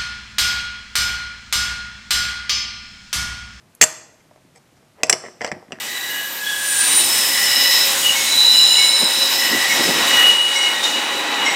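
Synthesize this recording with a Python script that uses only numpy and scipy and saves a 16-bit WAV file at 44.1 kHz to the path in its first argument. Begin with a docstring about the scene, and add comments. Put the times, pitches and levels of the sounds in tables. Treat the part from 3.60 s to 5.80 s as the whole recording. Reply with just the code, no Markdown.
"""Plastic poker chips in two short stacks, shuffled by a hand on a hard tabletop close to the microphone.
A few chips drop with a loud clatter; the stacks are nudged, lifted and clack into each other, then are
pushed together with duller knocks. Each contact is a noise crack, a hollow pop and damped sines for chip
and table; rubs are swarms of tiny contacts, bumps are deep table modes and rim ticks are filtered noise.
A small room rings on over steady hiss, and the loudest clacks overload the recorder."""
import sys
import numpy as np
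from scipy import signal
from scipy.fft import rfft, irfft
from scipy.io import wavfile

SR = 44100
rng = np.random.default_rng(int(sys.argv[2]) if len(sys.argv) > 2 else 0)


def store_pcm(level_fs):
    """Save levels as 16-bit WAV."""
    pcm = np.round(np.clip(level_fs, -1, 1) * 32767).astype(np.int16)
    wavfile.write(sys.argv[1], SR, np.atleast_2d(pcm).T)


N = 97020
RING_SAMPLES = SR // 3

# Room tone and hiss. Each row: frequency in Hz, relative density in dB per Hz.
HUSH_SPECTRUM = [(25, 9), (45, 5), (70, 0.5), (100, 4), (140, 5.5), (200, 1.5), (300, -2.5), (450, -5.5),
                 (650, -5.5), (1000, -9.5), (2000, -12.5), (4000, -17.5), (8000, -20), (14000, -27)]
HUSH_DB = -54

# A rim just grazes another. Each row: start in seconds, level in dB.
RIM_TICKS = [(.1505, -28.5), (.1735, -57)]
TICK_LOW_HZ, TICK_HIGH_HZ, TICK_T60_S = 7000, 12500, .008

# Colour of the room's tail. 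Each row: frequency in Hz, relative level in dB.
ROOM_COLOUR = [(80, -1), (250, 3.5), (650, 0), (1200, 3), (2000, -4.5), (3500, -4), (5000, -0.5),
               (7500, -4.5), (10000, 1.5), (14000, -3.5)]
# Decay of the room's tail. Each row: frequency in Hz, t60 in seconds.
ROOM_DECAY = [(100, 0.53), (700, 0.74), (2000, .58), (5000, .56), (8000, .52), (10000, 0.32), (13000, 0.4)]
ROOM_DB, ROOM_FADE_IN_S = -18.5, .005
EARLY_DB, EARLY_T60_S, EARLY_DELAY_S = -11.5, 0.058, 0.0023

# Loose chips drop on their stack. Each row: start in seconds, level in dB, contact brightness in Hz,
# table knock in dB relative to the level, pitch of the pop in Hz.
CHIP_DROPS = [(.2108, -30, 6033, -7, 1850), (.2132, 9, 4500, -15.5, 1934), (.2150, 9, 13000, -14, 6540),
              (.2166, 1, 13000, -10, 6980), (.2195, -7, 9000, -7, 4522), (.2238, -4.5, 8000, -5.5, 2590),
              (.2250, 7, 6000, -11, 1936), (.2290, -3.5, 7000, -1.5, 2800), (.2327, -0.5, 12000, -10, 7005),
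              (.2347, -11.5, 8970, -6.5, 2000), (.2381, 0.5, 12000, -11.5, 6860),
              (.2410, -8, 10000, -7.5, 4700)]
# Chips held in the fingers clack together. Each row: start in seconds, level in dB,
# contact brightness in Hz, table knock in dB relative to the level, pitch of the pop in Hz.
HELD_CLACKS = [(.7110, -37.5, 1817, 10, 908), (.7600, -31, 1300, 3.5, 649), (.7760, -38, 1305, 2, 650),
               (1.2280, -39, 2000, 0, 1070), (1.4050, -35.5, 1800, -3, 1950), (1.4331, 3.5, 3540, -8, 2534),
               (1.4341, -3, 7300, 0.5, 6390), (1.4364, -12, 2490, 2, 2250), (1.4470, -32, 4000, 18.5, 650),
               (1.4595, -33, 8060, 9, 5000), (1.4692, -27, 11000, -9, 7800), (1.4840, -32, 3000, 12, 650),
               (1.4963, 3, 8500, -20, 1590), (1.4980, 5, 11000, -11, 7390), (1.5003, -7, 11000, -1.5, 4920),
               (1.5110, -25.5, 7000, 13.5, 5240), (1.5272, -2, 7000, -5.5, 2840),
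               (1.5283, 0.5, 7000, -13, 5800), (1.5333, -9.5, 8000, 0.5, 5280),
               (1.5400, -17, 9000, 0, 5600), (1.6385, -23, 1860, 9.5, 1880), (1.6845, -24.5, 2200, 3, 2010),
               (1.8092, -11.5, 1600, -2.5, 2060), (1.8160, -13.5, 4110, 1.5, 1885),
               (1.8225, -19.5, 2760, -5, 1960), (1.8380, -45, 6000, -2, 5200),
               (1.8458, -10.5, 3990, 3, 1536), (1.8470, -11, 4500, -17, 2910),
               (1.8495, -12, 2000, -3, 1700), (1.8648, -17.5, 4840, 3, 1850),
               (1.8762, -21, 5020, 12.5, 4450), (1.9161, -8, 3170, -0.5, 1883),
               (1.9225, -17.5, 2300, 1, 2250), (1.9680, -39, 2000, 13, 1800), (2.0270, -34, 1500, 7, 700),
               (2.0825, -36, 2000, -4, 1880), (2.1080, -38, 2180, 12.5, 1980),
               (2.1212, -13.5, 3140, -4.5, 2790), (2.1280, -17.5, 2520, -1, 2610),
               (2.1870, -27.5, 1800, 0.5, 1700)]
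# Chips rub on each other and on the table. Each row: start in seconds, length in seconds, level in dB,
# contact brightness in Hz, table knock in dB relative to the level, pitch of the pop in Hz.
CHIP_RUBS = [(0.59, .035, -57, 3000, -6, 2310), (.950, 0.033, -51.5, 9000, 4.5, 2240),
             (1.161, 0.023, -57, 4000, 1, 2050), (1.359, .03, -51, 1500, 2, 1200),
             (1.384, 0.041, -45.5, 1600, 7.5, 1900), (1.444, 0.15, -45.5, 5000, 13, 5100),
             (1.633, 0.048, -36.5, 2010, -1, 1920), (1.803, 0.097, -32.5, 3800, 3.5, 2010),
             (1.929, 0.039, -45.5, 2200, 4, 2000), (2.118, 0.059, -43, 2190, 0, 1840)]
GRAINS_PER_S, GRAIN_SPREAD_DB = 1400, 5   # density over all rubbing chips, spread of grain level
# Fingers and stacks bump the table dully. Each row: start in seconds, level in dB.
TABLE_BUMPS = [(.850, -46), (1.124, -50.5), (1.223, -58), (1.436, -30.5), (1.528, -30.5), (1.660, -37),
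               (1.917, -22), (1.961, -32), (2.085, -39), (2.122, -26.5), (2.177, -35.5)]

# Modes are nominal: every blow varies their pitch and level.
# Modes of a loose chip. Each row: frequency in Hz, level in dB, t60 in seconds.
LOOSE_CHIP_MODES = [(1780, -17.5, 0.0092), (1897, -16, 0.0093), (2430, -15.5, 0.019), (2843, -13.5, .012),
                    (3450, -14, 0.0069), (4410, -15, .009), (5100, -14, 0.016), (5510, -16.5, 0.0091),
                    (6062, -6.5, 0.013), (6712, -7.5, 0.019), (7326, -4.5, .02), (7720, -3, 0.01),
                    (8745, -13.5, 0.01), (9900, -13, 0.0074), (11850, -13.5, 0.0074), (12770, -16.5, 0.011)]
# Modes of a chip held in the fingers. Each row: frequency in Hz, level in dB, t60 in seconds.
HELD_CHIP_MODES = [(1360, -29, 0.039), (1658, -17, 0.0096), (2000, -14.5, 0.023), (2477, -15.5, 0.016),
                   (3026, -15.5, 0.01), (4500, -25, 0.0059), (5173, -9, 0.014), (5667, -9.5, 0.018),
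                   (6100, -9, 0.0094), (7607, -8.5, .02), (7980, -6.5, 0.008), (8250, -16, 0.004),
                   (9900, -15.5, 0.011), (10700, -13.5, 0.0053)]
# Table modes that ring in a knock. Each row: frequency in Hz, level in dB, t60 in seconds.
TABLE_KNOCK_MODES = [(140.7, -41.5, .2), (224.5, -32.5, 0.064), (337, -32, .06), (363, -29.5, 0.082),
                     (477, -23, 0.052), (557, -15, 0.021), (624, -24.5, 0.18), (694, -17.5, 0.033),
                     (765, -22, .04), (900, -22.5, 0.032), (1075, -25.5, 0.043)]
# Deep modes of the table. Each row: frequency in Hz, level in dB, t60 in seconds.
TABLE_DEEP_MODES = [(98, -22.5, .2), (144, -13, 0.17), (187, -11, 0.088), (218.4, -5.5, 0.062),
                    (287, -5, .06), (361.2, -12, 0.25)]
MODE_SPREAD_DB, DETUNE = 2.0, .035   # each contact lands on a different spot; detune is a fraction

CRACK_DB, CRACK_T60_S = -9, .005   # the burst at the moment of contact
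POP_DB, POP_T60_S = -5.5, .012   # the short hollow pop of two flat faces meeting
HOLLOW_HZ, HOLLOW_Q = 3833, 10   # a chip radiates poorly between its low and high modes
DISC_LOW_HZ = 616   # a small disc radiates little bass

MIC_TOP_HZ, MIC_LOW_HZ, CUTOFF_HZ = 14300, 95, 16500
OVERLOAD, OVERLOAD_KNEE = 1.0, 8   # ceiling in amplitude; a higher knee bends more sharply


def from_db(db):
    """Decibels to gain."""
    return 10 ** (np.asarray(db) / 20)


def at_hz(points, hz):
    """Read a table on a log-frequency axis."""
    f, value = np.transpose(points)
    return np.interp(np.log(np.maximum(hz, 1)), np.log(f), value)


def dying(t, t60):
    """An exponential decay that falls 60 dB in t60 seconds."""
    return np.exp(-np.log(1000) * t / t60)


def add(out, s, sound):
    """Mix a sound in at its time."""
    i = int(s * SR)
    out[i:i + len(sound)] += sound[:N - i]


def coloured(x, spectrum):
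    """Give a noise a spectrum."""
    gain = from_db(at_hz(spectrum, np.fft.rfftfreq(len(x), 1 / SR)))
    return irfft(rfft(x) * gain, len(x))


def hush():
    """Steady room tone and microphone hiss: noise with a fixed spectrum."""
    noise = coloured(rng.standard_normal(N), HUSH_SPECTRUM)
    return from_db(HUSH_DB) * noise / noise.std()


def ticks():
    """Thin, bright rim ticks: short noise bursts with only their treble left."""
    out, t = np.zeros(N), np.arange(RING_SAMPLES) / SR
    thin = signal.butter(2, [TICK_LOW_HZ, TICK_HIGH_HZ], "band", fs=SR, output="sos")
    for s, db in RIM_TICKS:
        burst = rng.standard_normal(len(t)) * dying(t, TICK_T60_S)
        add(out, s, from_db(db) * signal.sosfilt(thin, burst))
    return out


def room(x):
    """Quick reflections off hand, body and table, then a diffuse tail whose high treble dies sooner."""
    t = np.arange(SR) / SR
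    near, far = rng.standard_normal((2, SR))
    early = near * dying(t, EARLY_T60_S) * (t > EARLY_DELAY_S)
    far_spectrum = rfft(coloured(far, ROOM_COLOUR))
    hz = np.fft.rfftfreq(SR, 1 / SR)
    edges = np.geomspace(60, 16000, 28)
    tail = np.zeros(SR)
    for lo, hi in zip(edges, edges[1:]):
        band = irfft(far_spectrum * ((hz >= lo) & (hz < hi)), SR)
        tail += band * dying(t, at_hz(ROOM_DECAY, np.sqrt(lo * hi)))
    tail = tail * np.minimum(t / ROOM_FADE_IN_S, 1) ** 2
    # equal energy first, so that the two levels compare
    response = from_db(EARLY_DB) * early / np.linalg.norm(early)
    response += from_db(ROOM_DB) * tail / np.linalg.norm(tail)
    return signal.fftconvolve(x, response)[:N]


def ringing(modes):
    """One blow on a body: damped sines, each with a strength, sign and slight detuning of its own."""
    hz, db, t60 = np.transpose(modes)[:, :, None]
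    strength, detune, sign = rng.standard_normal((3, len(modes), 1))
    t = np.arange(RING_SAMPLES) / SR
    gain = np.sign(sign) * from_db(db + MODE_SPREAD_DB * strength)
    sines = np.sin(2 * np.pi * hz * (1 + DETUNE * detune) * t)
    return np.sum(gain * dying(t, t60) * sines, axis=0)


def contact(chip, bright_hz, table_db, pop_hz):
    """A chip cracks and rings, duller for a soft touch; the faces pop and the table knocks under them."""
    t = np.arange(RING_SAMPLES) / SR
    crack = from_db(CRACK_DB) * rng.standard_normal(len(t)) * dying(t, CRACK_T60_S)
    softness = signal.butter(2, bright_hz, fs=SR, output="sos")
    struck = signal.sosfilt(softness, ringing(chip) + crack)
    pop = from_db(POP_DB) * np.sin(2 * np.pi * pop_hz * t) * dying(t, POP_T60_S)
    hollow = signal.iirnotch(HOLLOW_HZ, HOLLOW_Q, fs=SR)
    disc = signal.lfilter(*hollow, struck + pop)
    disc = signal.sosfilt(signal.butter(1, DISC_LOW_HZ, "high", fs=SR, output="sos"), disc)
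    return disc + from_db(table_db) * ringing(TABLE_KNOCK_MODES)


def clacks(rows, chip):
    """Single contacts of chips, loose or held, each struck afresh."""
    out = np.zeros(N)
    for s, db, bright_hz, table_db, pop_hz in rows:
        add(out, s, from_db(db) * contact(chip, bright_hz, table_db, pop_hz))
    return out


def rubs(count=5):
    """Sliding rims catch and slip in a swell of tiny contacts, spread over several chips."""
    out, t = np.zeros(N), np.arange(RING_SAMPLES) / SR
    for s, length, db, bright_hz, table_db, pop_hz in CHIP_RUBS:
        swell = np.sqrt(np.abs(np.sin(np.pi * np.minimum(t / length, 1))))
        for _ in range(count):
            chance = rng.random(RING_SAMPLES)
            sign, strength = rng.standard_normal((2, RING_SAMPLES))
            catches = chance < GRAINS_PER_S / count / SR
            grains = swell * catches * np.sign(sign) * from_db(GRAIN_SPREAD_DB * strength)
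            touch = contact(HELD_CHIP_MODES, bright_hz, table_db, pop_hz)
            add(out, s, from_db(db) * signal.fftconvolve(grains, touch))
    return out


def bumps():
    """Soft, heavy touches wake only the deep modes of the table."""
    out = np.zeros(N)
    for s, db in TABLE_BUMPS:
        add(out, s, from_db(db) * ringing(TABLE_DEEP_MODES))
    return out


def scene():
    """Chips and table in the room, over the hush."""
    drops = clacks(CHIP_DROPS, LOOSE_CHIP_MODES)
    held = clacks(HELD_CLACKS, HELD_CHIP_MODES)
    chips = ticks() + drops + rubs() + held + bumps()
    return (chips + room(chips) + hush())[None]


def record(dry):
    """The microphone loses top and deep bass, loud peaks are flattened, and the band is cut."""
    x = signal.sosfilt(signal.ellip(8, .3, 70, MIC_TOP_HZ, fs=SR, output="sos"), dry)
    x = signal.sosfilt(signal.butter(2, MIC_LOW_HZ, "high", fs=SR, output="sos"), x)
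    x = x / (1 + np.abs(x / OVERLOAD) ** OVERLOAD_KNEE) ** (1 / OVERLOAD_KNEE)
    return signal.sosfilt(signal.butter(12, CUTOFF_HZ, fs=SR, output="sos"), x)


dry = scene()
out = record(dry)
store_pcm(out)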